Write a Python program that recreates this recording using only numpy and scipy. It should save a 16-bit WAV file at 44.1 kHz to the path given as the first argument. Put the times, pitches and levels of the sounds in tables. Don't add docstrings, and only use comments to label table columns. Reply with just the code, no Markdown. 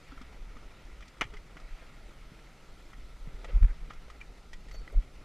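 import sys
import numpy as np
from scipy import signal
from scipy.fft import rfft, irfft
from scipy.io import wavfile
from scipy.ndimage import uniform_filter1d

SR = 44100
rng = np.random.default_rng(int(sys.argv[2]) if len(sys.argv) > 2 else 0)


def unload_wav(signal):
    wavfile.write(
        sys.argv[1],
        SR,
        np.round(np.clip(np.atleast_2d(signal).T, -1, 1) * 32767).astype(np.int16),
    )


N = 231354
T_S = np.arange(N) / SR

# time in seconds, then nominal low, middle and high band levels in dB.
WASH_LEVELS = [(0.0, -58, -61.5, -67), (0.16, -57, -59.5, -66), (0.38, -56, -62, -67),
               (0.7, -57.5, -61, -67), (1.2, -57.5, -63, -67), (1.59, -57, -62.5, -67),
               (1.74, -58.5, -58, -65.5), (1.93, -57, -61.5, -66.5), (3.2, -58.5, -64, -66),
               (3.54, -53, -59, -66), (3.75, -57.5, -62, -67), (4.05, -58, -62, -67),
               (4.4, -58, -65.5, -67.2), (4.86, -56, -63.5, -67), (5.25, -58, -64.5, -67)]
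# frequency in Hz, relative density in dB per Hz.
WASH_SPECTRUM = [(35, -39), (60, -3), (85, -5), (152, -6.5), (375, -11), (422, -11), (463, -11.5),
                 (508, -12.5), (866, -15), (1350, -15.5), (1660, -15), (2090, -10.5), (2830, -17.5),
                 (4940, -25), (15400, -41)]
# centre in Hz, width in Hz, lift in dB before halving.
CASE_RESONANCES = [(1335, 84, 15.5), (1970, 200, -14)]
# frequency in
# Hz, level in dB relative to the common noise.
WIDENING_SPECTRUM = [(60, -62), (130, -54), (290, -35), (640, -22.5), (1410, -32.5), (3100, -18),
                     (6820, -9), (15000, -22)]
# time in seconds, level in dB before the lumps.
RUMBLE_LEVELS = [(0.0, -57.5), (0.2, -45.5), (0.5, -46), (0.62, -45), (0.78, -53.5), (0.91, -43),
                 (1.1, -52.5), (1.3, -45.5), (1.5, -53), (1.8, -48), (2.1, -49.5), (2.55, -51.5),
                 (2.95, -46.5), (3.3, -44.5), (4.0, -45), (4.4, -49), (4.85, -42), (5.25, -48)]
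# frequency in Hz, relative density in dB per Hz.
RUMBLE_SPECTRUM = [(5.9, -31), (10, 2), (27, -0.5), (41, 0), (58, -9.5), (63, -12.5), (71, -22), (130, -24),
                   (170, -55), (290, -120)]
# time in seconds, level in dB before the wavering.
HUM_LEVELS = [(0.0, -68.5), (0.6, -84), (1.38, -69), (1.7, -74.5), (2.95, -67), (3.6, -72), (3.82, -61.5),
              (4.2, -70.5), (4.7, -65.5), (5.25, -74)]
# crest time in seconds, swing level in dB, frequency in Hz,
# Gaussian length (sigma) in seconds, direction +-1, lead of the envelope over the crest in seconds.
JOLTS_TABLE = [(1.361, -35.5, 25, 0.012, 1, .001), (1.658, -36, 30, .012, 1, .001),
               (1.735, -35.5, 25, 0.017, 1, .001), (3.252, -33, 29.8, 0.022, 1, .001),
               (3.375, -35.5, 38, 0.016, 1, .001), (3.566, -13.5, 36.8, 0.013, 1, .003),
               (3.629, -11, 43, 0.008, -1, 0.00093), (3.647, -10, 39.3, 0.011, 1, 0.00078),
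               (3.702, -24, 29.5, 0.016, 1, .001), (3.837, -31.5, 31.2, 0.014, 1, .001),
               (4.982, -13.5, 32, 0.014, 1, 0.004)]
# start in seconds, length in seconds,
# level in dB before the edge fades, centre in Hz, width in Hz.
SLIDES_TABLE = [(.851, .007, -65.5, 6000, 3500), (1.2106, 0.0047, -40.5, 5930, 907),
                (3.442, 0.018, -48.5, 602, 500), (3.478, 0.038, -54.5, 2000, 3200),
                (3.48, .035, -52, 513, 153), (3.556, 0.046, -73, 11150, 160),
                (3.627, 0.008, -47, 1690, 3040), (3.628, 0.0072, -59.5, 6000, 8900),
                (3.644, 0.0068, -46, 1390, 2200), (3.645, .005, -60, 7000, 8950),
                (3.672, 0.052, -56.5, 1750, 1300), (3.899, 0.0063, -52.5, 2510, 3980),
                (4.204, .008, -56, 1990, 2000), (4.712, .065, -75, 12460, 497),
                (4.734, 0.032, -64.5, 6300, 1800), (4.795, .012, -70, 5850, 250),
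                (4.922, .008, -68, 8970, 9000), (4.924, 0.033, -52.5, 506, 402)]
# start in seconds, level in dB before the swell and decay,
# frequency in Hz, t60 in seconds.
THUDS_TABLE = [(0.12, -38.5, 270, 0.068), (.211, -32.5, 250, 0.041), (.561, -37, 246, 0.038),
               (1.250, -32, 109, 0.052), (1.264, -41, 130, .035), (1.333, -42.5, 418, 0.099),
               (2.318, -28, 165, .024), (3.273, -25.5, 140, 0.034), (3.532, -29, 109, .048),
               (3.626, -28.5, 172, 0.068), (4.75, -48, 440, .06)]
# start in seconds, nominal level in dB, pitch of the struck spot in Hz,
# nominal treble share in dB, spread to the whole deck 0-1.
SLAPS_TABLE = [(0.119, -44, 1350, -18, 0.3), (0.177, -40, 1340, -28, 0.3), (0.213, -43, 1340, -9, 0.74),
               (0.326, -47, 1320, -25, .5), (0.567, -42.5, 1250, -18, .45), (1.006, -43.5, 1370, -12, 0.7),
               (1.024, -41, 2470, -19, .6), (1.079, -51.5, 2060, 1, .55), (1.21, -17.5, 1980, -28, 0.6),
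               (1.2165, -18.5, 2140, -40, 0.29), (1.218, -28, 870, -32, 0.45),
               (1.2235, -31, 1830, -27, 0.5), (1.238, -35, 1900, -18, 0.7), (1.337, -38.5, 605, -15, .8),
               (1.368, -39.5, 2060, -17, 0.5), (1.568, -37.5, 1430, -19, 0.62),
               (1.599, -44.5, 1280, -12, 0.53), (1.823, -45, 686, -21, .55), (2.39, -48, 2020, -21, 0.4),
               (2.469, -49, 2100, -19, 0.1), (2.899, -53, 1120, -12, 0.3), (2.932, -40.5, 1430, -25, .45),
               (3.444, -35.5, 1360, -13, 0.6), (3.905, -33.5, 1290, -22, 0.52),
               (3.934, -48.5, 1330, -5.5, .6), (4.079, -47, 592, -18, .55), (4.1, -40, 1274, -11, 0.37),
               (4.212, -35, 2386, -23, .3), (4.531, -39, 2280, -7, 0.7), (4.684, -47.5, 2120, -7.5, 0.8),
               (4.712, -43.5, 2100, -6.5, .55), (4.744, -40, 630, -19, 0.53),
               (4.876, -38.5, 1955, -28, 0.13), (4.899, -48, 1450, -23, 0.4), (5.021, -48, 2250, -20, 0.5)]
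# frequency in Hz, relative level in dB, t60 in seconds.
DECK_MODES = [(514, 2.5, 0.046), (865, -1.5, .065), (1244, 2, 0.084), (1362, 4.5, 0.04), (1936, 4, 0.086),
              (2046, 4.5, 0.033), (2354, 6, 0.078), (2890, 3.5, 0.048), (3430, -33, .045),
              (4450, -20, 0.066), (5750, -16, .03), (6960, -15, .03)]
# frequency in Hz, relative density in dB per Hz.
SPRAY_SPECTRUM = [(350, -54), (600, -14.5), (872, -13.5), (1370, -8), (1610, -9.5), (1970, -3.5),
                  (2680, -11.5), (3320, -9), (3720, -28), (5990, -26), (9000, -45), (11700, -72),
                  (19800, -120)]
# frequency in Hz, relative density in dB per Hz.
DROPLET_SPECTRUM = [(2060, -28), (3500, -1.5), (4100, -6), (4920, -4), (5730, -4.5), (8720, -16.5),
                    (15000, -41)]

FRAME, HOP = 512, 128
PATCH_RMS_DB, FLICKER_RMS_DB = 1.25, 0.57
LUMP_S, LUMP_RMS_DB = 0.038, 2
HUM_HZ, WAVER_RMS_HZ, WAVER_S = 158, 2.5, 0.056
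HUM_SWELL_RMS_DB, HUM_SWELL_S = 2.1, 0.088
RING_START_S, RING_HZ, RING_DB = 4.712, 4480, -61.5
RING_RISE_S, RING_HOLD_S, RING_T60_S = 0.033, 0.03, 0.22
STOP_DB, STOP_GROWTH_DB_PER_DB = -11.5, 0.66
THUD_RISE_S = 0.0052
STRIKE_T_S = np.arange(SR // 5) / SR
SLAP_T60_S, SPOT_T60_S, CONTACT_S = 0.063, 0.031, 0.00091
FAR_MODE_DB_PER_OCT2 = 13
CASE_CUTOFF_HZ, RECORDER_CUTOFF_HZ = 13800, 15250


def gain_of(db):
    return 10 ** (np.asarray(db) / 20)


def evened(x):
    return x / np.sqrt(np.mean(x ** 2) + 1e-20)


def read(points, hz):
    point_hz, value = np.transpose(points)
    return np.interp(np.log(hz + 1), np.log(point_hz + 1), value)


def level_at(points):
    return np.interp(T_S, *np.transpose(points))


def coloured(x, spectrum):
    hz = np.fft.rfftfreq(len(x), 1 / SR)
    return irfft(rfft(x) * gain_of(read(spectrum, hz)), len(x))


def slow(seconds):
    size = round(seconds * SR)
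    once = uniform_filter1d(rng.standard_normal(N), size)
    return evened(uniform_filter1d(once, size))


def add(mix, start_s, sound):
    part = mix[round(start_s * SR):][:len(sound)]
    part += sound[:len(part)]


def wash():
    frames, hz = N // HOP + 5, np.fft.rfftfreq(FRAME, 1 / SR)
    a, b, c, d, patches = rng.standard_normal((frames, len(hz), 5)).T
    patches = evened(uniform_filter1d(uniform_filter1d(patches, 6, 0), 16, 1))
    flicker = evened(uniform_filter1d(rng.standard_normal(frames), 3))

    case_lift = sum(0.5 * gain_of(db) / (1 + (2 * (hz - centre_hz) / width_hz) ** 2)
                    for centre_hz, width_hz, db in CASE_RESONANCES)
    spectrum = gain_of(read(WASH_SPECTRUM, hz)) * (1 + case_lift)
    above_low, high = (1 / (1 + (edge_hz / (hz + 1)) ** 6) for edge_hz in (950, 3300))
    bands = (1 - above_low, above_low - high, high)

    point_s, *levels_db = np.transpose(WASH_LEVELS)
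    frame_s = np.arange(frames) * HOP / SR
    field = 0
    for band, band_db in zip(bands, levels_db):
        part = band * spectrum
        level = gain_of(np.interp(frame_s, point_s, band_db))
        field = field + np.outer(part / np.linalg.norm(part), level)
    field = field * gain_of(PATCH_RMS_DB * patches + FLICKER_RMS_DB * flicker)

    common = a + 1j * b
    widening = gain_of(read(WIDENING_SPECTRUM, hz))[:, None] * (c + 1j * d)
    channels = np.array([common + widening, common - widening]) * field
    return signal.istft(channels, nperseg=FRAME, noverlap=FRAME - HOP)[1][:, :N]


def engine():
    rumble_db = level_at(RUMBLE_LEVELS) + LUMP_RMS_DB * slow(LUMP_S)
    rumble = gain_of(rumble_db) * evened(coloured(rng.standard_normal(N), RUMBLE_SPECTRUM))
    hum_hz = HUM_HZ + WAVER_RMS_HZ * slow(WAVER_S)
    hum = np.sqrt(2) * np.sin(2 * np.pi * np.cumsum(hum_hz) / SR)
    hum_db = level_at(HUM_LEVELS) + HUM_SWELL_RMS_DB * slow(HUM_SWELL_S)
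    return rumble + gain_of(hum_db) * hum


def metal_ring():
    t = T_S - RING_START_S
    hz = RING_HZ + 16 * slow(0.008)
    tone = np.sqrt(2) * np.sin(2 * np.pi * np.cumsum(hz) / SR)
    fade_db = -60 * np.maximum(t - RING_RISE_S - RING_HOLD_S, 0) / RING_T60_S
    rise = np.clip(t / RING_RISE_S, 0, 1)
    return rise * gain_of(RING_DB + fade_db + 3.2 * slow(0.0057)) * tone


def jolts():
    out = np.zeros(N)
    for crest_s, db, hz, sigma_s, direction, lead_s in JOLTS_TABLE:
        t = T_S - crest_s
        swing = np.cos(2 * np.pi * hz * t) * np.exp(-0.5 * ((t + lead_s) / sigma_s) ** 2)
        stop_envelope = np.exp(-0.5 * ((t + lead_s) / (0.6 * sigma_s)) ** 2)
        stop = np.cos(2 * np.pi * 2.4 * hz * t) * stop_envelope
        stop_gain = gain_of(STOP_DB + STOP_GROWTH_DB_PER_DB * db)
        out += np.sign(direction) * gain_of(db) * (swing + stop_gain * stop)
    return out


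def slide(length_s, db, hz, width_hz):
    size, block = round(length_s * SR), SR // 10
    grains = rng.standard_normal(block) * rng.exponential(1, block)
    band = 1 / (1 + (2 * (np.fft.rfftfreq(block, 1 / SR) - hz) / width_hz) ** 4)
    noise = irfft(rfft(grains) * band)[:size]
    return gain_of(db) * evened(noise) * signal.windows.tukey(size, 0.5)


def thud(db, hz, t60_s):
    t = STRIKE_T_S
    swell = 1 - np.exp(-t / THUD_RISE_S)
    return gain_of(db - 60 * t / t60_s) * swell * np.sin(2 * np.pi * hz * t)


def slap(db, hz, treble_db, spread):
    t = STRIKE_T_S
    push = rng.standard_normal(len(t)) * t * np.exp(-t / CONTACT_S)
    spot = gain_of(-60 * t / SPOT_T60_S) * np.sin(2 * np.pi * hz * t)
    deck = np.zeros(len(t))
    for mode_hz, mode_db, t60_s in DECK_MODES:
        far_db = FAR_MODE_DB_PER_OCT2 * (1.5 - spread) * np.log2(mode_hz / hz) ** 2
        deck += gain_of(mode_db - far_db - 60 * t / t60_s) * np.sin(2 * np.pi * mode_hz * t)
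    spot, deck = (signal.fftconvolve(push, response)[:len(t)] for response in (spot, deck))
    rung = (1 - spread) * spot / abs(spot).max() + spread * deck / abs(deck).max()

    spray = evened(coloured(rng.standard_normal(len(t)), SPRAY_SPECTRUM))
    droplets = evened(coloured(rng.standard_normal(len(t)), DROPLET_SPECTRUM))
    burst = 0.6 * spread * spray * (1 - np.exp(-t / 0.0021))
    burst += 0.97 * gain_of(treble_db - 25 * t / SLAP_T60_S) * droplets
    burst *= (1 - np.exp(-t / 0.0023)) * gain_of(-60 * t / SLAP_T60_S)
    return gain_of(db) * (0.88 * rung + burst)


def fish():
    out = np.zeros(N)
    for sound, table in ((slide, SLIDES_TABLE), (thud, THUDS_TABLE), (slap, SLAPS_TABLE)):
        for start_s, *settings in table:
            add(out, start_s, sound(*settings))
    return out


def scene():
    return wash() + engine() + metal_ring() + jolts() + fish()


def record(dry):
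    dulled = signal.lfilter(*signal.butter(3, CASE_CUTOFF_HZ, fs=SR), dry)
    band_limit = signal.firwin(511, RECORDER_CUTOFF_HZ, window=("kaiser", 9), fs=SR)
    return signal.oaconvolve(dulled, band_limit[None], "same")


dry = scene()
out = record(dry)
unload_wav(out)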